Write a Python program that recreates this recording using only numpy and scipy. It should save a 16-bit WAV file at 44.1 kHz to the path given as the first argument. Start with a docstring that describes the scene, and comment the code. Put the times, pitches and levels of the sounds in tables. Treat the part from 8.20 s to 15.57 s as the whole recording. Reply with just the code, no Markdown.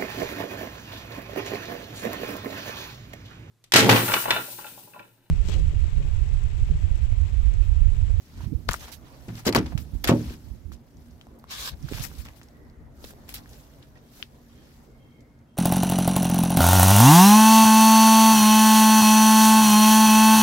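"""Folding a car seat on a quiet road

Someone folds a car seat back and walks round the open door. The seat's ringing modes thud and its
latch rattles with short rings; shoes and cloth scuff as rough, shaped hiss; small things click.
Air buffets the microphones as low noise and single puffs, over the filtered noise of far traffic."""
import sys
import numpy as np
from scipy import signal
from scipy.io import wavfile
from scipy.ndimage import uniform_filter1d

SR = 44100
rng = np.random.default_rng(int(sys.argv[2]) if len(sys.argv) > 2 else 0)


def dump_mix(stems):
    """Bounce the given channels to the path in sys.argv[1] as a 16-bit WAV at rate SR."""
    frames = np.atleast_2d(stems).T  # one column per channel
    limited = np.clip(frames, -1, 1)  # hard clip at full scale
    pcm = np.round(limited * 32767).astype(np.int16)
    wavfile.write(sys.argv[1], SR, pcm)


N = 325017
STEP_S = 0.002  # time step for working out slow level changes
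LAG_S = 0.00017  # shared sound reaches the left microphone this much later
EDGE_HZ = 15900  # upper limit of the sound

# Pan columns are left minus right. Colour tables give relative strength per Hz of bandwidth.
# Tone colour of the far traffic: pitch_hz, level_db
HUM_COLOUR = [(15, -36), (25, -7.5), (53, -2.5), (83, -18), (108, -14.5), (238, -11.5), (410, -15),
              (979, -21.5), (1470, -28), (2150, -32.5), (2900, -56.5), (3150, -47), (3510, -53),
              (11300, -56), (16500, -60)]
HUM_DB = -54.5
# Swelling and fading of the traffic, mostly in the lower pitches: time_s, change_db
TRAFFIC_SWELL = [(0, -5), (1, 5), (2.5, -4.5), (3.5, 3), (4.3, 0.5), (5.2, 4.5), (6, -2), (6.6, 0.6),
                 (7, -2.5), (7.37, -5.5)]
# Fuzzy bands in the hum: pitch_hz, width_hz, level_db
HUM_BANDS = [(129, 19.4, -58), (235, 8.1, -60), (279.7, 11.4, -66)]
# Faint thin bands that come and go: start_s, length_s, start_pitch_hz, end_pitch_hz, width_hz, level_db
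THIN_BANDS = [(4.3, 0.2, 1965, 1930, 55, -70.5), (3.95, 0.85, 2050, 1850, 330, -72.5),
              (5.8, .125, 3250, 3250, 50, -77), (6.27, .2, 3235, 3220, 50, -73.5),
              (6.62, 0.66, 2150, 2135, 40, -74.5), (6.88, .2, 2200, 2130, 220, -71),
              (6.76, .27, 3220, 3145, 75, -73), (6.76, .17, 2700, 2700, 60, -81),
              (7.27, 0.11, 3210, 3200, 60, -78), (7.25, .11, 2690, 2680, 50, -81.5)]
# How alike left and right are in the hum; below 0 counts as 0: pitch_hz, likeness (no unit)
HUM_LIKENESS = [(60, 1), (180, 0.53), (550, 0.7737), (1650, -0.81), (4970, -0.04), (15000, -0.03)]

# Slow drift of the buffeting air: time_s, level_db, pan_db
WIND_DRIFT = [(0, -59, 10), (.2, -37, -8), (.44, -40, -13), (.6, -46, 9), (.92, -53.5, -28),
              (1.25, -47, -10), (1.5, -36, 4), (1.68, -41.5, -9), (1.9, -36, -12), (2.2, -46, -1),
              (2.681, -57, -11.5), (2.9, -48, -7), (3.15, -57, -3), (3.42, -48.5, 0), (3.9, -40, -8),
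              (4.15, -55, 0), (4.75, -52.5, -2.5), (5.451, -51.5, -3), (6.05, -59, -1), (6.9, -56.5, -3),
              (7.37, -62, 0)]
# Tone colour of the buffeting air: pitch_hz, level_db
WIND_TONE = [(15, -46), (32, -13), (55, 9.5), (90, -6), (160, -11), (240, -16), (350, -21.5), (600, -57.5)]
# Gusts that swell and sink over the drift: peak_s, level_db, pan_db, length_s
WIND_GUSTS = [(0.18, -37.5, -4, 0.05), (0.285, -33, -18, 0.067), (.34, -36.5, -23, 0.087),
              (0.39, -34, -18, 0.053), (0.497, -26.5, 10, 0.041), (1.4, -31, -2, 0.1711),
              (1.561, -34, -24, 0.18), (1.75, -28, -21, 0.042), (2.082, -35, -2, 0.084),
              (2.322, -40, -16, 0.19), (2.5, -40, -21, 0.1552), (2.785, -46.5, 3, 0.1),
              (3.533, -39.5, 10, 0.049), (3.636, -35, -14, 0.07185), (3.803, -38, -13, 0.18),
              (4.03, -41.5, -2, 0.16), (4.634, -44, 5, 0.1289), (4.865, -48, 2.5, 0.087),
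              (5.158, -48, 1, 0.088)]
GUST_DROP_DB = 11.5  # at both ends of its length a gust lies this far under its peak
# Puffs of air, most of them far stronger on one side:
# start_s, peak_db, pitch_hz, pan_db, length_cycles
AIR_PUFFS = [(.231, -25.5, 99.81, -25, 1.7), (0.259, -18.5, 73, -24, 1.3), (.268, -34, 226, -24, 4.9),
             (.316, -29, 276, -30, 6.6), (0.318, -23.5, 158, -36, 2.76), (0.326, -41.5, 459, -28, 11),
             (0.343, -17, 69, -39, 1.5), (0.496, -22.5, 56.7, 2, 1.5), (1.55, -13, 76.86, -29, 0.73),
             (1.732, -23, 92.17, -23.5, 1.1), (1.744, -28.5, 70.38, -18.5, 1.14),
             (2.295, -28, 69, -30, 2.2), (2.448, -27, 61.62, -19, 1.4), (3.52, -41, 70.14, 15, 3.4),
             (3.627, -28, 131, -27.5, 5.4), (3.714, -24, 255, -13, 0.98), (3.721, -20, 246, -11.5, 1.13),
             (3.74, -25.5, 85.9, -26.5, 1.3575), (3.798, -21.5, 99.92, -23.5, 1.7),
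             (3.975, -28, 60.42, -24, 2.5)]

# Faint rustle of cloth under everything: time_s, level_db
CLOTH_RUSTLE = [(0, -60), (.32, -65), (.45, -63.5), (.78, -65), (1.07, -58.5), (1.54, -64.5), (1.7, -61.5),
                (2.25, -61), (2.55, -71.5), (2.86, -66), (3.2, -71), (3.58, -63), (3.93, -52.5),
                (4.21, -65.5), (4.68, -77.5), (5., -63.5), (5.4, -60), (5.75, -67.5), (6.2, -66.5),
                (6.55, -62.5), (6.72, -70.5), (7.37, -78)]
RUSTLE_FINE_DB, RUSTLE_PAN_DB = 0.5, 0.5
# Strokes of shoes, cloth and vinyl, timed at full level:
# full_s, swell_s, hold_s, level_db, fineness_db (treble tilt per two octaves), pan_db
RUB_STROKES = [(0.222, 0.20526, 0.028, -51, -8, -2), (0.542, 0.0063, 0.026, -46, 0.5, 9),
               (0.607, 0.038, 0.044, -44.5, -3, -1.5), (0.687, .05, .006, -45, -7, -2),
               (.72, .008, .016, -42.5, 3, -9), (0.855, 0.0408, 0.0963, -61, -7, -9),
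               (1.191, 0.11, .008, -46, -4, 1.5), (1.41, .02, 0.12, -54, -8, 1),
               (1.594, .02, 0.021, -51.5, 4, 2), (1.931, 0.014, 0.21, -48, -4.5, 2),
               (3.753, 0.12, 0.058, -39.5, -3, 0.5), (3.822, 0.0095, 0.03, -36.5, 3.5, 10.5),
               (3.989, 0.032, 0.023, -51, 4, 12), (4.162, 0.016, 0.023, -59, 3.5, 14),
               (4.866, 0.11, 0.042, -51, 4, 0), (5.09, 0.016, .005, -47, -1, -1),
               (5.166, .02, .015, -55, 8, 4), (5.305, 0.067, 0.1, -60.5, 2.5, 1),
               (5.63, .03, .005, -59, -9.5, -2), (5.772, .05, .005, -60, -14, -0.5),
               (5.974, 0.13, 0.05, -53.5, 2, 0), (6.33, 0.12, 0.19, -64, -9, -0.5),
               (6.635, .03, 0.018, -66, 1, -0.5)]
SWELL_DB, LIFT_DB_PER_S = 20.5, 497  # climb during the swell, speed of dying when a stroke lifts off
# Tone colour of rubbing and scraping: pitch_hz, level_db
RUB_TONE = [(290, -34), (500, -0.5), (651, 0.5), (980, 0), (1570, 2), (2160, 2), (5590, 2.5), (9330, -5),
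            (12700, 0), (15800, -5), (16500, -42)]
# How alike left and right are in friction hiss: pitch_hz, likeness (no unit)
RUB_LIKENESS = [(60, 0.54), (240, 0.9737), (950, 0.52), (3770, 0.045), (15000, 0.01)]
# One long drag of a shoe over the road:
# time_s, level_db, fineness_db (treble tilt per two octaves), pan_db
SHOE_DRAG = [(3.27, -68, -8, 2), (3.314, -32, 3, 1), (3.366, -37, 3.5, 2.5), (3.4, -33, 6, 1),
             (3.492, -31.5, 5.5, 0), (3.508, -46, 8, 1.5), (3.545, -56, -10, -0.5)]
# Tone colour of that drag: pitch_hz, level_db
DRAG_TONE = [(290, -54), (500, -8.5), (859, -9.5), (1200, 0.5), (1370, -14), (1570, 1), (1980, -10.5),
             (2220, -3.5), (2540, -6), (3820, -0.5), (7710, -13.5), (9190, -17.5), (15100, -17),
             (15800, -25), (16500, -36)]

# Dry clicks: start_s, peak_db, pitch_hz, pan_db, fall_s (time to fall 60 dB)
DRY_CLICKS = [(.206, -41.5, 950, -5.5, 0.035), (.4845, -34.5, 4000, 5, 0.003966),
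              (.5105, -24, 3200, 2, 0.00304), (.528, -29, 1250, -1.5, 0.01472),
              (.4885, -12, 4400, 27.5, 0.002662), (.4907, -2.5, 1400, 39, 0.0025),
              (.5332, -13, 7384, 32, 0.0015), (.5415, -14, 1340, -4, 0.0076),
              (.5465, -21.5, 1929, 14, 0.00274), (.597, -34, 6500, 0, .002), (.655, -38, 3500, 0, .003),
              (.514, -31, 1141, -5, 0.039), (1.2665, -25, 5030, 5.5, 0.00541),
              (1.274, -17, 5020, 5.5, 0.017), (1.282, -21, 4260, 9, 0.013), (1.291, -17, 2200, 6, 0.0065),
              (1.3605, -13, 4510, 14, 0.012), (1.366, -23, 5200, 6.5, .008), (1.3865, -29, 5470, 0, .005),
              (1.3265, -22, 4470, 3, 0.013), (1.349, -7.5, 1680, 5, 0.008),
              (1.577, -21.5, 3020, 11.5, 0.0022), (3.686, -31, 1490, -8, 0.00705),
              (2.519, -33, 1320, 2, 0.0038), (2.098, -38, 2640, -13, 0.0109), (2.77, -46, 6019, 0, .003),
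              (2.91, -48, 5940, 0, 0.0025), (3.0125, -34, 3200, 7, .004), (3.069, -38, 740, -2, 0.00953),
              (3.189, -39.5, 12000, 0, 0.0007), (3.197, -46, 4500, 0, 0.0027),
              (3.241, -31.5, 1045, -1, 0.0065), (3.627, -38, 5605, -14, 0.0032),
              (3.735, -21.5, 2552, 1, 0.0023), (3.915, -35, 1480, -1.5, 0.0034),
              (4.087, -30, 2500, 5, 0.003), (4.215, -27.5, 1774, -1, 0.0011),
              (4.232, -34, 6340, 2.5, 0.00083), (4.286, -43.5, 5393, -2, 0.003965),
              (4.499, -46.5, 4850, 0, 0.0024), (4.834, -47, 5500, 6.5, .003), (4.842, -30, 3870, 19, 0.003),
              (4.8425, -27, 480, 3, 0.0088), (4.907, -36, 1600, -3, 0.0071),
              (4.936, -34.5, 600, -4, 0.0055), (5.153, -42, 4298, 0.5, 0.0035),
              (5.259, -39.5, 1710, 0, 0.0084), (5.293, -38, 6798, -0.5, 0.002),
              (5.333, -33, 4496, -0.5, 0.0014), (5.628, -40, 3600, 17, 0.00433),
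              (5.757, -52, 1890, -10, 0.067), (5.775, -53.5, 2603, -5, 0.0177),
              (5.79, -57.5, 3701, 8, 0.02004), (7.007, -42.5, 5550, -3, 0.00084),
              (7.19, -54, 6000, 3.5, 0.0017)]
# One tight tick with neither bass nor top: start_s, peak_db before its filter, pitch_hz, pan_db, fall_s (60 dB)
TIGHT_TICK = (6.0265, -16, 3040, 40, 0.0034)
# The band that the tight tick keeps: low_hz, high_hz
TICK_BAND = (1250, 5700)
# Short scrapes with a sharp start: start_s, level_db, fineness_db (treble tilt per octave), pan_db,
# hold_s, fall_s (time to fall 45 dB in the deep bass; treble falls faster)
SHORT_SCRAPES = [(.485, -37.5, -25, 19.5, 0.00508, 0.0507), (.510, -35, -0.5, 3, 0.03, 0.078),
                 (1.083, -45.5, -6.5, 3, 0.00499, 0.14), (1.153, -47, 0, -0.5, .015, 0.074),
                 (1.19, -48, 1, -2, 0.0055, 0.063), (1.251, -32.5, -3.5, 1, 0.015, 0.0671),
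                 (1.266, -24, -0.3, 2, 0.027, 0.07), (1.325, -31, -4.5, 4.5, 0.005, 0.055),
                 (1.348, -19.5, -5, 2, 0.014, 0.145), (1.362, -22.5, -3.5, 3, 0.0031, 0.05663),
                 (1.386, -33.5, -4, -4.5, 0.0036, 0.04), (1.459, -41, -6.5, 2, 0.0068, 0.13),
                 (1.521, -43, -14, -1, 0.004, 0.06), (1.577, -41, -0.5, 1, 0.002, 0.088),
                 (1.840, -26, 0.5, -1, 0.03322, 0.04651), (1.873, -24.5, -3, 4.5, 0.024, 0.13),
                 (1.887, -24.5, -4, -3, 0.004, 0.12), (2.521, -53, 2, 0, 0.02603, 0.12),
                 (3.686, -44.5, -2, 2, 0.005, 0.054), (4.050, -47, -4, -1, 0.0076, 0.19),
                 (4.843, -47.5, 0.5, -12, 0.004785, 0.059), (5.091, -42.5, 3.5, 2, 0.00903, 0.25),
                 (5.140, -36.5, 3, -0.5, 0.044, 0.11), (5.999, -53, -5, -12.5, 0.0063, 0.0481)]
# Blows on the seat frame: start_s, level_db, centre_hz, narrowness_db (per octave squared),
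# contact_s (push falls to 1/e), damping (a factor on how fast the ringing dies)
SEAT_BLOWS = [(1.082, -33.5, 126, 4.5, 0.0091, 0.92), (1.266, -21.5, 365, 22, 0.015, 2.2),
              (1.281, -20, 353, 14, 0.0035, 2.6), (1.291, -33, 190, 0, .004, 1.1),
              (1.348, -27.5, 601, -0.5, 0.0044, 3.), (1.356, -19.5, 219, 3, 0.0052, 1.5),
              (1.378, -30.5, 262, 7.5, .004, 0.75), (1.845, -38.5, 435.7, 7, 0.025, 1),
              (1.893, -15, 222, 2.5, 0.0023, 1.07), (1.914, -28.5, 690, 7, 0.0049, 1.38),
              (2.105, -41, 200, 4, 0.0089, 1.6)]
# Ringing modes of the seat: pitch_hz, level_db, fall_s (time to fall 60 dB at damping 1)
SEAT_MODES = [(114.8, -3.5, 0.53), (155.7, -8.5, 0.46), (196, -6.5, 0.29), (241.8, -6, 0.37),
              (264.7, -9, 0.28), (308, -9, 0.39), (348, -8, 0.22), (402, -15, 0.18), (530, -11, 0.16),
              (562, -13.5, 0.26), (678, -17, 0.15), (733, -17, 0.23), (915, -14, 0.15), (980, -22, 0.26),
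              (1130, -19, 0.21), (1310, -31, 0.17), (1440, -31, 0.16)]


def amp(db):
    """Turn decibels into a plain gain."""
    return 10 ** (np.asarray(db) / 20)


def evened(x):
    """Scale a sound to an average (RMS) strength of one."""
    return x / np.sqrt(np.mean(x ** 2) + 1e-20)


def read(points, hz):
    """Read a curve between its points, with pitch on a log scale."""
    f, value = np.transpose(points)
    return np.interp(np.log(hz + 1), np.log(f + 1), value)


def sides(pan_db):
    """Left and right gains whose mean is one."""
    ratio = amp(pan_db)
    return np.array([2 * ratio / (1 + ratio), 2 / (1 + ratio)])


def add(mix, start_s, sound):
    """Lay a sound into the mix, cut off where the mix ends."""
    part = mix[:, round(start_s * SR):][:, :sound.shape[1]]
    part += sound[:, :part.shape[1]]


def blend(levels_db, values):
    """Total level of several sounds at once, and their values weighted by power."""
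    power = amp(levels_db) ** 2
    total = power.sum(axis=0)
    return 10 * np.log10(total), [(power * v).sum(axis=0) / total for v in values]


def near_lead(hz):
    """Phase shift that makes the left side late by LAG_S."""
    return -2 * np.pi * hz * LAG_S


def noise(field_db, same, lead, patchy_db, size, length=N):
    """Stereo noise from random short spectra, shaped by field_db(hz, t) and by drifting patches."""
    hop = size // 4
    frames = length // hop + 5
    hz = np.fft.rfftfreq(size, 1 / SR)[:, None]
    a, b, c, d, patches = rng.standard_normal((frames, len(hz), 5)).T
    patches = uniform_filter1d(patches, size=8, axis=0)
    patches = evened(uniform_filter1d(patches, size=10, axis=1))
    like = np.clip(same(hz), 0, 1)
    left = a + 1j * b
    # the right side shares part of the left and adds noise of its own
    right = like * left * np.exp(-1j * lead(hz)) + np.sqrt(1 - like ** 2) * (c + 1j * d)
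    level_db = field_db(hz, np.arange(frames) * hop / SR) + patchy_db * patches
    spectra = np.array([left, right]) * amp(level_db)
    return signal.istft(spectra, nperseg=size, noverlap=size - hop)[1][:, :length]


def band(x, hz, width):
    """A resonance of gain one at its centre."""
    return signal.lfilter(*signal.iirpeak(hz, hz / width, SR), x)


def thin_band(length_s, start_hz, end_hz, width, db):
    """Slow random noise turned up to a gliding, slightly wavering pitch."""
    count = round(length_s * SR)
    waver = 1 + 0.002 * evened(uniform_filter1d(rng.standard_normal(count), size=2500))
    pitch = np.linspace(start_hz, end_hz, count) * waver
    pole = np.exp(-np.pi * width / SR)
    fuzz = signal.lfilter([1], [1, -pole], rng.standard_normal((2, 2, count)))
    thin = ((fuzz[0] + 1j * fuzz[1]) * np.exp(2j * np.pi * np.cumsum(pitch) / SR)).real
    tone = evened(band(thin, (start_hz + end_hz) / 2, 1.5 * width))
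    return amp(db) * tone * signal.windows.tukey(count, .4)


def hum():
    """Far traffic: dull noise that swells under a steady hiss, with fuzzy low and thin high bands."""
    def field(hz, t):
        swell_db = np.interp(t, *np.transpose(TRAFFIC_SWELL))
        return read(HUM_COLOUR, hz) + swell_db / (1 + (hz / 2400) ** 4)

    out = amp(HUM_DB) * evened(noise(field, lambda hz: read(HUM_LIKENESS, hz), near_lead, 2.8, size=1024))
    for hz, width, db in HUM_BANDS:
        out += amp(db) * evened(band(rng.standard_normal(N), hz, width))
    for start_s, *row in THIN_BANDS:
        add(out, start_s, thin_band(*row))
    return out


def puff(db, hz, pan_db, cycles):
    """A puff of air: a few cycles of a low tone that swell and fade."""
    t = np.arange(round(cycles / hz * SR)) / SR
    return amp(db) * sides(pan_db)[:, None] * np.sin(2 * np.pi * hz * t) * np.hanning(len(t))


def wind():
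    """Buffeting air: lumpy low noise, partly alike at the two microphones, and single puffs."""
    t = np.arange(0, N / SR + STEP_S, STEP_S)
    s, db, pan_db = np.transpose(WIND_DRIFT)
    peak, gust_db, gust_pan_db, length = np.transpose(WIND_GUSTS)[:, :, None]
    gusts_db = gust_db - GUST_DROP_DB * abs(2 * (t - peak) / length) ** 2.16
    levels_db = np.vstack([np.interp(t, s, db), gusts_db])
    pans_db = np.vstack([np.interp(t, s, pan_db), gust_pan_db + 0 * t])
    level_db, (side_db,) = blend(levels_db, [pans_db])

    field = lambda hz, t: read(WIND_TONE, hz) + 0 * t
    air = evened(noise(field, lambda hz: 0.69 + 0 * hz, near_lead, 1.0, size=2048))
    now = np.arange(N) / SR
    out = air * amp(np.interp(now, t, level_db)) * sides(np.interp(now, t, side_db))
    for start_s, *row in AIR_PUFFS:
        add(out, start_s, puff(*row))
    return out


def slips(length, per_s, depth):
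    """Tiny stick-slips that roughen a friction hiss: random kicks that die quickly."""
    size = amp(1.9 * np.minimum(rng.exponential(1, length), 3))
    kicks = size * (rng.random(length) < per_s / SR)
    return evened(1 + depth * signal.lfilter([1], [1, -.97], kicks))


def strokes():
    """Course of the rubbing: every stroke swells, holds and lifts off over the rustle."""
    t = np.arange(0, N / SR + STEP_S, STEP_S)
    s, swell, hold, db, fine_db, pan_db = np.transpose(RUB_STROKES)[:, :, None]
    rise_db = SWELL_DB * np.maximum(s - t, 0) / swell
    lift_db = LIFT_DB_PER_S * np.maximum(t - s - hold, 0)
    levels_db = np.vstack([np.interp(t, *np.transpose(CLOTH_RUSTLE)), db - rise_db - lift_db])
    fines_db = np.vstack([RUSTLE_FINE_DB, fine_db])
    pans_db = np.vstack([RUSTLE_PAN_DB, pan_db])
    level_db, rest = blend(levels_db, [fines_db, pans_db])
    return np.transpose([t, level_db, *rest])


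def rub(rows, colour, grain, size):
    """Friction hiss roughened by stick-slips; finer rubbing tilts it to the treble."""
    s, db, fine_db, pan_db = np.transpose(rows)

    def field(hz, t):
        return read(colour, hz) + np.interp(t, s, fine_db) * np.log2((hz + 300) / 4000) / 2

    hiss = evened(noise(field, lambda hz: read(RUB_LIKENESS, hz), near_lead, 1.9, size=size))
    t = np.arange(N) / SR
    level = amp(np.interp(t, s, db, left=-np.inf, right=-np.inf))  # silent outside the rows
    return hiss * slips(N, 220, grain) * level * sides(np.interp(t, s, pan_db))


def click(db, hz, pan_db, fall_s):
    """A quick ring with a sharp tick and little bass, and a faint scatter off the car behind it."""
    t = np.arange(3000) / SR
    ring = np.sin(2 * np.pi * hz * t) * amp(-60 * t / fall_s)
    tick = 0.21 * rng.standard_normal(len(t)) * amp(-150 * t / fall_s)
    scatter = band(rng.standard_normal((2, len(t))), hz, 0.69 * hz)
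    scatter = scatter * amp(-16 - 60 * t / 0.081) * np.minimum(t / 0.00051, 1)
    direct = np.array([np.roll(ring + tick, round(LAG_S * SR)), ring + tick])
    sound = amp(db) * (sides(pan_db)[:, None] * direct + scatter)
    return signal.sosfilt(signal.butter(2, 0.26485 * hz, "highpass", fs=SR, output="sos"), sound)


def tight_tick(*row):
    """A click kept to one band, without bass or top."""
    tight = signal.butter(3, TICK_BAND, "bandpass", fs=SR, output="sos")
    return signal.sosfilt(tight, click(*row))


def scrape(db, fine_db, pan_db, hold_s, fall_s):
    """A clattering burst of friction that starts at once, holds and dies; its treble dies first."""
    t = np.arange(8000) / SR

    def field(f, u):
        tilt_db = fine_db * np.log2((f + 300) / 3500)
        return read(RUB_TONE, f) + tilt_db - 25 * u / fall_s * np.log2(1 + f / 4000)

    grit = noise(field, lambda f: read(RUB_LIKENESS, f), near_lead, 2.93, size=128, length=len(t))
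    grit = grit / np.sqrt(np.mean(grit[:, :600] ** 2)) * slips(len(t), 400, 0.9)
    start = np.minimum(t / 0.00063, 1)
    end = np.minimum((t[-1] - t) / .05, 1)
    fall = amp(-45 * np.maximum(t - hold_s, 0) / fall_s)
    return amp(db) * sides(pan_db)[:, None] * grit * start * end * fall


def thud(db, hz, narrow_db, contact_s, damping):
    """An uneven push rings the modes of the seat, weighted by how near they lie to a centre pitch."""
    t = np.arange(16000) / SR
    u = t[:round(.06 * SR)]
    push = (rng.standard_normal(len(u)) + 40 * (u == 0)) * np.exp(-u / contact_s)
    body = np.zeros(len(t))
    for f, level, fall_s in SEAT_MODES:
        mode_db = level - narrow_db * np.log2(f / hz) ** 2 - 60 * damping * t / fall_s
        body += amp(mode_db) * np.sin(2 * np.pi * f * t)
    knock = signal.fftconvolve(push, body)[:len(t)]

    # the cabin fills the gaps between the modes with a dull wash
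    def field(f, u):
        near_db = -1.3 * narrow_db * np.log2((f + 20) / hz) ** 2
        bass_cut_db = 30 / (1 + (f / 90) ** 4)
        return near_db - bass_cut_db - 45 * damping * u / 0.36 * (1 + f / 500)

    wash = noise(field, lambda f: .97 - f / 2000, near_lead, 3.3, size=512, length=len(t))
    strength = lambda x: np.sqrt(np.mean(x[..., :1800] ** 2))
    sound = knock / strength(knock) * sides(-1.4)[:, None] + 0.6 * wash / strength(wash)
    start = np.minimum(t / 0.0021, 1)  # the padding softens the start
    return amp(db) * sound * start * np.minimum((t[-1] - t) / .05, 1)


def scene():
    """Traffic and air first, then rubbing, then the clicks, scrapes and thuds."""
    mix = hum() + wind()
    mix += rub(strokes(), RUB_TONE, grain=0.48, size=256)
    mix += rub(SHOE_DRAG, DRAG_TONE, grain=0.55, size=512)
    for rows, source in ((DRY_CLICKS, click), ([TIGHT_TICK], tight_tick),
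                         (SHORT_SCRAPES, scrape), (SEAT_BLOWS, thud)):
        for start_s, *row in rows:
            add(mix, start_s, source(*row))
    return mix


def record(dry):
    """Bass roll-off of the microphones, then the band limit."""
    thin = signal.sosfilt(signal.butter(2, 35, "highpass", fs=SR, output="sos"), dry)
    limit = signal.firwin(511, EDGE_HZ, window=("kaiser", 9), fs=SR)
    return signal.oaconvolve(thin, limit[None], "same")


dry = scene()
out = record(dry)
dump_mix(out)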